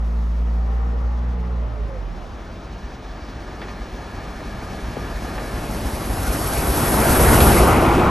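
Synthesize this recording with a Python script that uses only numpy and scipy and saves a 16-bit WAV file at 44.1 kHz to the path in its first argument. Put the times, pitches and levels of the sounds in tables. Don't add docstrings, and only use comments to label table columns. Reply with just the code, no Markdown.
import sys
import numpy as np
from scipy import signal
from scipy.fft import rfft, irfft, next_fast_len
from scipy.io import wavfile
from scipy.ndimage import uniform_filter1d

SR = 44100
rng = np.random.default_rng(int(sys.argv[2]) if len(sys.argv) > 2 else 0)


def bounce(signal):
    frames = np.transpose(np.atleast_2d(signal))
    limited = np.clip(frames, -1, 1)
    pcm = np.round(limited * 32767).astype(np.int16)
    wavfile.write(sys.argv[1], SR, pcm)


N = 357210
TIME_S = np.arange(N) / SR
FRAME, HOP = 1024, 256
BIN_HZ = np.fft.rfftfreq(FRAME, 1 / SR)
FRAME_S = np.arange(N // HOP + 5) * HOP / SR
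SPEED_M_S, PASS_S, CLOSEST_M = 16.1, 7.334, 5.04
NEARNESS = np.interp(FRAME_S, [5.6, 6.4], [0, 1])

# frequency_hz, coherence
STEREO_COHERENCE = [(60, .99), (300, .96), (1000, .92), (1450, .85), (2050, .99), (3300, .89), (5200, .92),
                    (5900, 1), (8800, 1), (9100, .9), (10250, 1), (11000, .96), (12000, 1), (13000, .7)]


def exhaust_beats():
    # peak_s, level_db
    heavy_beats = [(2.851, -23), (3.11, -25), (3.814, -22), (4.146, -25), (4.797, -20), (4.845, -21),
                   (5.161, -20), (5.548, -20), (5.864, -18), (6.106, -17), (6.293, -13.5), (6.699, -13),
                   (7.105, -16), (7.292, -10), (7.428, -9.5), (7.618, -11.5), (8.069, -16)]
    beats_per_s, hard_beat_s, cylinder_db = 17, 5.353, (-0.5, -1.5, -3.5)
    chimney_hz, near_rise_hz = 52.2, 8.6
    jitter_s, scatter_db, scatter_hz = 0.0048, 1.5, 4.5
    count = np.arange(-90, 50)
    later, louder, higher = rng.standard_normal((len(count), 3)).T
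    peak_s = hard_beat_s + count / beats_per_s + jitter_s * later
    level_db = passing_level(peak_s, closest_db=-14.5, coming_power=0.6, leaving_power=0.5)
    level_db += np.take(cylinder_db, count % 3) + scatter_db * louder
    pitch_hz = chimney_hz + np.interp(peak_s, [6.3, 6.9], [0, near_rise_hz]) + scatter_hz * higher
    for heavy_s, heavy_db in heavy_beats:
        nearest = round((heavy_s - hard_beat_s) * beats_per_s) - count[0]
        peak_s[nearest], level_db[nearest] = heavy_s, heavy_db
    return np.transpose([peak_s, level_db, pitch_hz])[(peak_s > .1) & (peak_s < N / SR)]


def chimney_thuds(beats):
    out, t = np.zeros(N), np.arange(-.05, .12, 1 / SR)
    rise_s, fall_s = .016, .027
    envelope = np.exp(-(t / np.where(t < 0, rise_s, fall_s)) ** 2)
    for (peak_s, level_db, pitch_hz), offset in zip(beats, .12 * rng.standard_normal(len(beats))):
        cycles = pitch_hz * (t - 2 * t ** 2) + offset
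        add(out, peak_s + t[0], gain_of(level_db) * envelope * np.cos(2 * np.pi * cycles))
    return out


def puffing(beats):
    return sum(np.exp(-((FRAME_S - peak_s) / 0.01) ** 2) for peak_s in beats[:, 0])


def chimney_roar(beats):
    # frequency_hz, density_db
    far_spectrum = [(50, -21), (85, 7), (120, -9), (165, 0.5), (210, 1.5), (310, -5), (400, -4.5),
                    (490, -12), (600, -4.5), (720, -6), (900, -16.5), (1170, -29), (1980, -120)]
    # frequency_hz, gain_db
    near_change = [(60, 6), (95, -4.5), (125, 4.5), (170, -3), (220, -3.5), (330, -1), (500, -0.5),
                   (900, -5.5)]
    floor_db = -43
    passing_db = passing_level(FRAME_S, closest_db=-13.5, coming_power=1.08, leaving_power=0.5)
    level_db = 20 * np.log10(np.hypot(gain_of(passing_db), gain_of(floor_db)))
    fuller_db = NEARNESS * at_hz(near_change)[:, None]
    puff_db = (0.36 + 0.41 * NEARNESS) * puffing(beats)
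    return noise(far_spectrum, level_db + fuller_db + puff_db, at_hz(STEREO_COHERENCE),
                 patchy_db=0.6 + 0.92 * NEARNESS, flicker_db=0.5)


def wheel_noise():
    # frequency_hz, density_db
    spectrum = [(240, -3), (400, -5), (624, -9), (769, -5), (939, -7.5), (1400, -10), (1740, -15),
                (2260, -17.5), (3500, -24), (4550, -35), (7700, -120)]
    # frequency_hz, gain_db
    coach_change = [(400, -1), (800, 2.5), (1400, 3.5), (1650, -4.5), (2300, 2), (3500, -3.5)]
    level_db = passing_level(FRAME_S, closest_db=-14, coming_power=1.041, leaving_power=0.35)
    coach_db = np.interp(FRAME_S, [7.3, 7.7], [0, 1]) * at_hz(coach_change)[:, None]
    return noise(spectrum, level_db + coach_db, at_hz(STEREO_COHERENCE),
                 patchy_db=1.08 + 0.62 * NEARNESS, flicker_db=0.57)


def steam_hiss(beats):
    # frequency_hz, density_db
    spectrum = [(1500, -11), (2500, -9), (3800, -3), (5500, -2), (7500, -8.5), (9000, -8.5), (10200, -3),
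                (11000, 1), (11500, -2.5), (12200, -13), (13200, -19)]
    # time_s, level_db, treble_db
    course = [(0, -51.5, -11), (1.0, -50.5, -18), (1.75, -51.5, -18.5), (2.2, -46.5, -21),
              (3.2, -42.5, -25.5), (3.8, -43, -18), (5.0, -42, -8), (5.9, -40, 7), (6.5, -36, 13),
              (6.9, -34, 17), (7.3, -33, 20), (7.45, -29.5, 18), (7.62, -31, 14), (7.8, -36.5, 8.5),
              (8.1, -44.5, 4)]
    # frequency_hz, share
    absorption = [(3000, 0.096), (6500, 0.33), (8000, 0.61), (9000, 0.74), (11000, 0.77), (12500, 0.99)]
    level_db, treble_db = at_times(course, FRAME_S)
    air_db = treble_db * at_hz(absorption)[:, None]
    puff_db = 0.71 * puffing(beats)
    return noise(spectrum + [(SR / 2, -60)], level_db + air_db + puff_db, at_hz(STEREO_COHERENCE),
                 patchy_db=0.9, flicker_db=1.02)


def bridge_boom():
    # time_s, level_db
    envelope = [(7.38, -45), (7.49, -20), (7.54, -24), (7.62, -19), (7.7, -29), (7.95, -21), (8.1, -24)]
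    # frequency_hz, bandwidth_hz, gain_db
    modes = [(340, 40, 1.5), (258, 60, -6), (438, 31, -10)]
    return resonant_noise(modes, envelope) * (TIME_S > envelope[0][0])


def rail_song():
    # time_s, level_db
    envelope = [(2.0, -63), (2.7, -52.5), (3.7, -47), (4.5, -44.5), (5.3, -41.5), (5.8, -49), (6.3, -71)]
    # frequency_hz, bandwidth_hz, gain_db
    modes = [(1681, 34, -0.5), (1773, 27, -3), (1215, 26, 0), (2204, 28, -8.5), (2306, 27, -9),
             (4170, 61, -16)]
    return resonant_noise(modes, envelope)


def clanks_and_spurt():
    # start_s, peak_db, cutoff_hz
    bursts = [(3.617, -22.5, 3300), (3.683, -27, 2200), (4.4, -25, 1200), (5.378, -21, 1910),
              (7.403, -9, 8000)]
    # frequency_hz, bandwidth_hz, gain_db
    modes = [(420, 250, 3), (720, 250, 5), (1200, 300, 0), (1780, 200, 0), (2350, 250, -7), (3200, 250, -6)]
    out, t = np.zeros(N), np.arange(.08 * SR) / SR
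    decay_s = .022
    for start_s, peak_db, cutoff_hz in bursts:
        burst = rng.standard_normal(len(t)) * np.exp(-t / decay_s)
        band = signal.butter(2, [300, cutoff_hz], "bandpass", fs=SR)
        coloured = signal.lfilter(*band, resonate(burst, modes) + .1 * burst)
        add(out, start_s, gain_of(peak_db) * coloured / abs(coloured).max())
    return out


def soft_knocks():
    # start_s, level_db, left_minus_right_db
    knocks = [(4.722, -25.5, 7), (4.968, -18, 5)]
    out, t = np.zeros((2, N)), np.arange(.03 * SR) / SR
    attack_s, glide_s, decay_s = .0012, .004, .01
    pitch_hz = 150 + 750 * np.exp(-t / glide_s)
    envelope = np.minimum(t / attack_s, 1) * np.exp(-t / decay_s)
    knock = envelope * np.sin(2 * np.pi * np.cumsum(pitch_hz) / SR)
    for start_s, level_db, pan_db in knocks:
        add(out, start_s, gain_of(level_db) * panned(knock, pan_db))
    return out


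def road_vehicle():
    # time_s, firing_hz, fundamental_db
    course = [(0, 56.2, -20), (.55, 57.1, -19.5), (1.13, 58.94, -20), (1.49, 60.72, -24),
              (1.55, 59.17, -21.5), (1.76, 55.53, -26), (1.86, 52.7, -22.5), (1.91, 51.6, -30),
              (2.08, 42.56, -29), (2.4, 34.3, -50)]
    # frequency_hz, left_minus_right_db
    balance = [(60, -0.5), (150, -4), (350, -5), (860, 7.5), (2090, 2), (5080, -10), (12300, -4)]
    firing_hz, fundamental_db = at_times(course, TIME_S)
    cycles = np.cumsum(firing_hz) / SR
    drone = engine_drone(cycles, fundamental_db)
    whine_and_tyres = engine_whine(cycles) + tyre_noise()
    return drone + stereo_filter(whine_and_tyres, balance, phase_lead=[(0, 0.019)])


def engine_drone(cycles, fundamental_db):
    # time_s, second_db, third_db, fourth_db
    overtones = [(0, -32, -20, -21.5), (.6, -22.5, -20.5, -25), (1.1, -21, -27, -25), (1.4, -16, -15, -24),
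                 (1.7, -18.5, -20.5, -23.5), (2.4, 0, -12, -12)]
    # time_s, left_minus_right_db
    pan = [(1.2, -0.5), (1.7, -2), (2.4, -7)]
    uneven_db = np.interp(TIME_S, [0, 1.5, 1.9], [1.2, 2.0, 4.5])
    drone = np.sin(2 * np.pi * cycles)
    for order, level_db, drift in zip((2, 3, 4), at_times(overtones, TIME_S), drifts(3, per_s=9)):
        drone += gain_of(level_db + uneven_db * drift) * np.sin(2 * np.pi * (order * cycles + .06 * drift))
    fade = np.interp(TIME_S, [2.3, 2.45], [1, 0])
    drone *= np.sqrt(2) * gain_of(fundamental_db) * fade
    return panned(drone, at_times(pan, TIME_S)[0])


def engine_whine(cycles):
    # firing_multiple, peak_s, half_length_s, level_db
    swells = [(13.6, 0.78, 0.28, -45), (8.1, 0.94, 0.13, -45), (14, 1.2, 0.32, -46.5),
              (8.1, 1.35, 0.092, -44), (9, 1.51, 0.11, -47), (7.4, 1.495, 0.176, -44.5),
              (10.85, 1.71, .13, -44.5), (7.9, 1.82, 0.072, -40.5), (10.6, 1.94, 0.069, -38)]
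    whine = np.zeros(N)
    for (order, peak_s, half_length_s, level_db), drift in zip(swells, drifts(len(swells), per_s=25)):
        envelope = gain_of(level_db + 2.9 * drift) * np.exp(-((TIME_S - peak_s) / half_length_s) ** 2)
        whine += envelope * np.sin(2 * np.pi * (order * cycles + .14 * drift))
    return whine


def tyre_noise():
    # frequency_hz, density_db
    spectrum = [(180, -2.5), (350, -16), (463, -2), (728, -17), (794, -11), (1300, -8.5), (1650, -30),
                (1800, -13), (3000, -48), (3900, -62), (6600, -120)]
    # time_s, level_db
    envelope = [(0, -38.5), (.4, -40.5), (.8, -35), (1.3, -38.5), (1.9, -41), (2.3, -43.5), (3, -67)]
    return noise(spectrum, at_times(envelope, FRAME_S)[0], coherence=0.067, patchy_db=0.5, flicker_db=-0.5)


def passing_level(t, closest_db, coming_power, leaving_power):
    ahead_m = SPEED_M_S * (PASS_S - t)
    spreading_db = 20 * np.log10(CLOSEST_M / np.hypot(ahead_m, CLOSEST_M))
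    return closest_db + np.where(ahead_m > 0, coming_power, leaving_power) * spreading_db


def noise(spectrum, level_db, coherence, patchy_db, flicker_db):
    real_a, imag_a, real_b, imag_b, patches = rng.standard_normal((len(FRAME_S), len(BIN_HZ), 5)).T
    patches = uniform_filter1d(patches, size=12, axis=0)
    patches = unit_rms(uniform_filter1d(patches, size=10, axis=1))
    flicker = unit_rms(uniform_filter1d(rng.standard_normal(len(FRAME_S)), size=5))
    coherence = np.clip(coherence, 0, 1).reshape(-1, 1)
    left = real_a + 1j * imag_a
    right = coherence * left + np.sqrt(1 - coherence ** 2) * (real_b + 1j * imag_b)
    colour = gain_of(at_hz(spectrum))[:, None]
    gain = colour / np.linalg.norm(colour) * gain_of(level_db + patchy_db * patches + flicker_db * flicker)
    return signal.istft(gain * np.array([left, right]), nperseg=FRAME, noverlap=FRAME - HOP)[1][:, :N]


def resonant_noise(modes, envelope):
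    return gain_of(at_times(envelope, TIME_S)[0]) * unit_rms(resonate(rng.standard_normal(N), modes))


def resonate(x, modes):
    return sum(gain_of(db) * signal.lfilter(*signal.iirpeak(hz, hz / bandwidth_hz, SR), x)
               for hz, bandwidth_hz, db in modes)


def drifts(count, per_s):
    steps = rng.standard_normal((len(FRAME_S), count)).T
    slow = unit_rms(uniform_filter1d(steps, size=round(SR / HOP / per_s)))
    return [np.interp(TIME_S, FRAME_S, row) for row in slow]


def stereo_filter(x, balance, phase_lead):
    size = next_fast_len(N + FRAME)
    hz = np.fft.rfftfreq(size, 1 / SR)
    left_response = gain_of(at_hz(balance, hz) / 2) * np.exp(.5j * at_hz(phase_lead, hz))
    return irfft(rfft(x, size) * [left_response, 1 / left_response], size)[:, :N]


def panned(x, pan_db):
    return np.array([x * gain_of(pan_db / 2), x * gain_of(-pan_db / 2)])


def at_hz(table, hz=BIN_HZ):
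    table_hz, values = np.transpose(table)
    return np.interp(np.log(hz + 1), np.log(table_hz + 1), values)


def at_times(table, t):
    table_s, *columns = np.transpose(table)
    return [np.interp(t, table_s, column) for column in columns]


def gain_of(db):
    return 10 ** (np.asarray(db) / 20)


def unit_rms(x):
    return x / np.sqrt(np.mean(x ** 2) + 1e-20)


def add(mix, start_s, sound):
    part = mix[..., max(round(start_s * SR), 0):][..., :sound.shape[-1]]
    part += sound[..., :part.shape[-1]]


def scene():
    beats = exhaust_beats()
    train = chimney_roar(beats) + wheel_noise() + steam_hiss(beats) + bridge_boom() + chimney_thuds(beats)
    return train + rail_song() + clanks_and_spurt() + soft_knocks() + road_vehicle()


def record(dry):
    # frequency_hz, left_minus_right_db
    balance = [(60, 0.13), (150, 0.0), (350, 0.2), (860, 1.4), (2090, 0.0), (5080, 0.42), (12300, 0.68)]
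    # frequency_hz, left_lead_rad
    phase_lead = [(0, 0), (400, -.1), (1400, -.7), (2000, 0), (3200, .65), (3960, .45), (5300, .5),
                  (5800, 0), (8800, 0), (9100, -1.1), (9700, -2.2), (10250, -3.14), (11000, -4.5),
                  (11700, -6.28), (12300, -6.28), (13000, -8.3)]
    ceiling, cutoff_hz = .97, 13200
    heard = stereo_filter(dry, balance, phase_lead)
    saturated = heard / (1 + abs(heard / ceiling) ** 6) ** (1 / 6)
    lowpass = signal.firwin(511, cutoff_hz, window=("kaiser", 9), fs=SR)
    return signal.oaconvolve(saturated, lowpass[None], "same")


dry = scene()
out = record(dry)
bounce(out)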